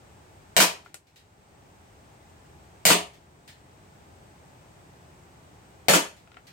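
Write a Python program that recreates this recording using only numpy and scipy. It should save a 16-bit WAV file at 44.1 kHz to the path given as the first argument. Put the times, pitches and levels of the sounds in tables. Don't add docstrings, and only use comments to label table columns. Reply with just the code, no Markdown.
import sys
import numpy as np
from scipy import signal
from scipy.fft import rfft, irfft, next_fast_len
from scipy.io import wavfile
from scipy.ndimage import uniform_filter1d

SR = 44100
rng = np.random.default_rng(int(sys.argv[2]) if len(sys.argv) > 2 else 0)


def master_out(mix):
    frames = np.transpose(np.atleast_2d(mix))
    ceiling = np.clip(frames, -1, 1)
    pcm = np.round(ceiling * 32767).astype(np.int16)
    wavfile.write(sys.argv[1], SR, pcm)


N = 287528
RING_SIZE, CUTOFF_HZ = 32768, 16000

# (time [s], level [dB], treble [dB], bass [dB], steel ring [dB])
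SHOTS = [(0.5657, -9, 0.5, -5.5, -5), (2.8528, -2, 5, -4.5, -3.5), (5.8841, -8, -5, -2, 5)]


def gas_reports():
    # (frequency [Hz], level [dB])
    spectrum = [(21, -49.5), (35, -20), (171, 1), (309, -9), (587, 3.5), (1140, -4.5), (2220, -2),
                (5050, -7), (5590, -8.5), (8430, -8), (10600, -13.5), (14800, -12), (16000, -20)]
    # (centre [Hz], width [Hz], boost [dB])
    peaks = [(199.8, 35, 8.5), (595, 35, 1), (2466, 190, 2.5), (4260, 180, 4.5)]
    # (delay [s], level [dB], right-side lag [s])
    paths = [(0, 15.5, .0004), (.0013, 8.5, .0004), (0.0151, 11, .0004)]
    return blows(SHOTS, paths, spectrum, peaks, build_s=0.014, pan_db=6.5)


def gun_ring(steel_t60_s=.32):
    # (frequency [Hz], level [dB], t60 [s])
    muzzle_modes = [(560, -10.5, 0.0036), (716, -3, 0.027), (2350, -1.5, 0.009)]
    # (frequency [Hz], level [dB])
    steel_partials = [(1696, -22.5), (2379, -18), (2891, -19.5), (4290, -20), (4996, -24.5), (5588, -22.5),
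                      (6476, -24), (6918, -13.5), (7332, -20.5), (7542, -22), (7768, -24.5), (8516, -26.5),
                      (8662, -20), (9184, -19), (9302, -17.5), (9507, -22), (10347, -26), (10594, -26),
                      (11117, -23.5), (11504, -22), (11693, -24.5), (12764, -29)]
    steel_modes = [(hz, db, steel_t60_s) for hz, db in steel_partials]
    out = np.zeros((2, N))
    for s, db, _, _, ring_db in SHOTS:
        pop = ring(muzzle_modes, swell_s=0.00091, pan_db=2.0)
        steel = from_db(ring_db) * ring(steel_modes, swell_s=0.029)
        add(out, s, from_db(db) * (pop + steel))
    return out


def backstop_hits():
    # (time [s], level [dB], treble [dB], bass [dB], hollow ring [dB])
    hits = [(0.6017, -7, -2, -7.5, -29.5), (2.903, -9.5, -4, 3, -10), (5.9349, -9, -3.5, 1.5, -20)]
    # (frequency [Hz], level [dB])
    spectrum = [(21, -63), (35, -53.5), (111, -28.5), (167, -7), (233, -1.5), (420, -7.5), (466, -6.5),
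                (684, -4), (798, -4.5), (1000, -4), (1680, -7.5), (2460, -5), (5320, -8), (7050, -7.5),
                (16000, -15.5)]
    # (centre [Hz], width [Hz], gain [dB])
    peaks = [(177, 22, 8), (240, 75, -9.5), (296, 130, 6.5), (417.4, 16, 10), (700, 57, 1), (810, 92, -3.5),
             (957, 110, 6.5), (1310, 120, 2)]
    # (delay [s], level [dB], right-side lag [s])
    paths = [(0, 15, .0001), (.0035, 16, .0001)]
    # (frequency [Hz], level [dB], t60 [s])
    board_modes = [(82, -22, 0.068), (176, -16, 0.25), (284, -13.5, 0.14), (324, -15.5, 0.22),
                   (614, -16.5, 0.067), (983, -8, 0.039), (1234, -10, 0.029), (1410, -7, 0.09),
                   (1530, -7.5, 0.099)]
    hollow_modes = [(612, -5, .3), (672, 0, .32), (728, -3, .32)]
    out = blows(hits, paths, spectrum, peaks, build_s=0.0067, pan_db=1.0)
    for s, db, _, bass_db, hollow_db in hits:
        modes = [(hz, mode_db + bass_db * (hz < 400), t60) for hz, mode_db, t60 in board_modes]
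        knock = ring(modes, swell_s=0.0015)
        hollow = from_db(hollow_db) * ring(hollow_modes, swell_s=.04)
        add(out, s, from_db(db) * (knock + hollow))
    return out


def action_clicks(settle_after_s=.281, settle_db=-51):
    # (time [s], level [dB])
    returns = [(1.069, -57), (1.159, -47.5), (3.477, -41.5), (6.469, -45.5)]
    # (frequency [Hz], level [dB])
    spectrum = [(100, -23), (1100, -13), (1800, 3.5), (4500, -3), (7000, -5.5), (10000, -11.5),
                (16000, -12)]
    # (centre [Hz], width [Hz], boost [dB])
    peaks = [(4380, 1600, 3.5)]
    # (delay [s], level [dB], right-side lag [s])
    paths = [(0, 6.1, 0.00043), (.0013, 5.3, 0.00081)]
    settles = [(s + settle_after_s, settle_db) for s, *_ in SHOTS]
    return blows(settles + returns, paths, spectrum, peaks, build_s=0.012, pan_db=5.5)


def spent_pellets(ping_db=7.0, ping_cycles=10.0, room_t60_s=0.15):
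    # (time [s], level [dB], brightness [Hz])
    drops = [(0.8608, -43, 2000), (0.943, -39, 15000), (6.274, -51, 3000), (6.3169, -47.5, 3200),
             (6.343, -48, 3200), (6.369, -39.5, 2700)]
    # (frequency [Hz], level [dB])
    spectrum = [(80, -4), (300, -2.5), (800, -3.5), (2000, 0), (5000, -2.5), (8000, 2), (16000, -13)]
    # (centre [Hz], width [Hz], boost [dB])
    peaks = [(754, 170, 6.2), (1415, 100, 10.3), (2540, 300, 3.8)]
    # (delay [s], level [dB], right-side lag [s])
    paths = [(0, 8.1, .0001), (.001, 22, 0.000058), (.0024, 12, .0002)]
    out, t = np.zeros((2, N)), np.arange(RING_SIZE) / SR
    for s, db, bright_hz in drops:
        pulse = arrivals(paths, pan_db=8.0) + diffuse(RING_SIZE) * from_db(-60 * t / room_t60_s)
        pitch_hz = 0.68 * bright_hz
        ping = ring([(pitch_hz, ping_db, ping_cycles / pitch_hz + .002)], swell_s=.0002)
        rattle = 0.71 / (1 + (bright_hz / 5500) ** 2)
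        tick = sputter(colour(pulse, spectrum, peaks) + ping, share=rattle, decay_s=.005)
        softness = signal.butter(3, min(bright_hz, CUTOFF_HZ), fs=SR, output="sos")
        add(out, s, from_db(db) * signal.sosfilt(softness, tick))
    return out


def pellet_whir(start_s=.858, length_s=0.062, start_hz=476, sag_hz_per_s=3660, level_db=-55):
    out, t = np.zeros((2, N)), np.arange(round(length_s * SR)) / SR
    hum = np.sin(2 * np.pi * np.cumsum(start_hz - sag_hz_per_s * t) / SR)
    swell = np.sin(np.pi * t / length_s)
    add(out, start_s, from_db(level_db) * (hum * swell)[None])
    return out


def air_rush(level_db=-53, dip_at_s=1.08, dip_db=-7, sink_s=.2, recover_s=0.34):
    # (frequency [Hz], level [dB])
    spectrum = [(15, -42), (25, -14), (87, -4.5), (145, -5.5), (229, -12.5), (416, -11.5), (451, -15),
                (775, -13.5), (840, -15), (1160, -18.5), (2550, -25.5), (4370, -31.5), (8140, -31.5),
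                (10400, -41), (16000, -39.5)]
    # (centre [Hz], width [Hz], boost [dB])
    peaks = [(81.5, 15, 3.2), (846, 60, 4.4)]
    since = np.arange(N) / SR - dip_at_s
    dip = np.exp(-np.where(since < 0, (since / sink_s) ** 2, since / recover_s))
    air = rng.standard_normal(N)
    from_left = np.array([air, np.roll(air, round(.00043 * SR))])
    return from_db(level_db + dip_db * dip) * colour(diffuse(N) + 0.36 * from_left, spectrum, peaks)


def blows(events, paths, spectrum, peaks, build_s, pan_db):
    out = np.zeros((2, N))
    for s, db, *shelves_db in events:
        pulse = sputter(arrivals(paths, pan_db) + reverberation(build_s))
        add(out, s, from_db(db) * colour(pulse, spectrum, peaks, *shelves_db[:2]))
    return out


def ring(modes, swell_s, pan_db=0):
    t, out = np.arange(RING_SIZE) / SR, 0
    for hz, db, t60 in modes:
        phase = rng.standard_normal((2, 1)) * hz / 1500
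        decay = from_db(db + rng.standard_normal() - 60 * t / t60)
        out = out + decay * np.sin(2 * np.pi * hz * t + phase)
    return out * (1 - np.exp(-t / swell_s)) * from_db([[pan_db / 2], [-pan_db / 2]])


def sputter(x, share=0.47, decay_s=0.0051):
    crackle = np.exp(-np.arange(512) / (decay_s * SR)) * rng.standard_normal(512)
    crackle = signal.lfilter([1, -1], [1, -.88], crackle)
    burst = share * crackle / np.linalg.norm(crackle)
    burst[0] += 1
    return signal.fftconvolve(x, burst[None] / np.linalg.norm(burst))[:, :x.shape[1]]


def arrivals(paths, pan_db, thin_hz=260):
    out = np.zeros((2, RING_SIZE))
    for delay, db, lag in paths:
        out[0, round(delay * SR)] += from_db(db + pan_db)
        out[1, round((delay + lag) * SR)] += from_db(db)
    return signal.sosfilt(signal.butter(1, thin_hz, "high", fs=SR, output="sos"), out + 1e-18)


def reverberation(build_s, lumpy_db=2.0, merge_s=0.13):
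    # (frequency [Hz], t60 [s])
    room_t60 = [(50, 0.23), (110, 0.17), (180, 0.24), (320, 0.26), (650, 0.32), (1200, 0.3), (2500, 0.3),
                (5000, 0.27), (9000, 0.23), (15000, 0.2)]
    centres, t60s = np.transpose(room_t60)
    t, tail = np.arange(RING_SIZE) / SR, 0
    field = rfft(diffuse(RING_SIZE))
    hz = np.arange(field.shape[1]) * SR / RING_SIZE
    for t60, weights in zip(t60s, np.eye(len(centres))):
        band = at_hz(list(zip(centres, weights)), hz)
        tail = tail + irfft(field * band) * from_db(-60 * t / t60)
    grain = np.repeat(rng.standard_normal(RING_SIZE // 8), 8)
    spread = np.log(from_db(lumpy_db)) * np.exp(-t / merge_s)
    build_up = 1 - np.exp(-t / build_s) / 2
    return tail * np.exp(spread * grain - spread ** 2) * build_up


def diffuse(size):
    # (frequency [Hz], correlation [-1..1])
    likeness = [(60, 1), (180, .83), (330, .62), (650, .15), (1300, -.22), (2400, .05), (5000, 0.046),
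                (16000, .1)]
    mid, side = rfft(rng.standard_normal((2, size)))
    alike = at_hz(likeness, np.arange(len(mid)) * SR / size)
    return irfft(np.sqrt((1 + alike) / 2) * mid + np.sqrt((1 - alike) / 2) * side * [[1], [-1]], size)


def colour(x, spectrum, peaks, treble_db=0, bass_db=0):
    # (centre [Hz], width [Hz], gain [dB])
    port_peaks = [(8200, 820, 5), (10400, 1800, -1.5)]
    size = 2 * next_fast_len(x.shape[1] // 2 + 4096)
    hz = np.arange(size // 2 + 1) * SR / size
    db = at_hz(spectrum, hz)
    db += treble_db * hz ** 2 / (hz ** 2 + 3000 ** 2)
    db += bass_db / (1 + (hz / 380) ** 4)
    for centre, width, height in [*peaks, *port_peaks]:
        db += height / (1 + (2 * (hz - centre) / width) ** 2)
    gain = from_db(db)
    cepstrum = irfft(np.log(gain / np.sqrt(np.mean(gain ** 2))))
    cepstrum[1:size // 2] *= 2
    cepstrum[size // 2 + 1:] = 0
    return irfft(rfft(x, size) * np.exp(rfft(cepstrum)))[:, :x.shape[1]]


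def from_db(db):
    return 10 ** (np.asarray(db) / 20)


def at_hz(points, hz):
    f, value = np.transpose(points)
    return np.interp(np.log(np.maximum(hz, 1)), np.log(f), value)


def add(out, s, sound):
    i = round(s * SR)
    out[:, i:i + sound.shape[1]] += sound[:, :N - i]


def released(db, db_per_s):
    ramp = db_per_s * np.arange(N) / SR
    return np.maximum.accumulate(db + ramp) - ramp


def smooth(x, lag_s):
    r = np.exp(-1 / (lag_s * SR))
    return signal.lfilter([1 - r], [1, -r], x)


def scene(balance_db=.8):
    shots = gas_reports() + gun_ring() + backstop_hits()
    mix = shots + action_clicks() + spent_pellets() + pellet_whir() + air_rush()
    low_cut = signal.butter(3, 46, "high", fs=SR, output="sos")
    return signal.sosfilt(low_cut, mix) * from_db([[balance_db / 2], [-balance_db / 2]])


def record(dry, limit_db=-10.5, duck_db=5.5):
    power = uniform_filter1d(np.mean(dry ** 2, axis=0), size=180)
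    level_db = 10 * np.log10(np.maximum(power, 1e-12))
    over_db = np.maximum(level_db - limit_db, 0)
    fast_db = smooth(released(over_db, db_per_s=142.5), lag_s=0.00027)
    slow_db = smooth(released(duck_db * np.tanh(over_db), db_per_s=6.5), lag_s=0.21)
    soft_clipped = 1.1 * np.tanh(dry * from_db(-fast_db - slow_db) / 1.1)
    high_cut = signal.ellip(12, .2, 90, CUTOFF_HZ, fs=SR, output="sos")
    return signal.sosfilt(high_cut, soft_clipped)


dry = scene()
out = record(dry)
master_out(out)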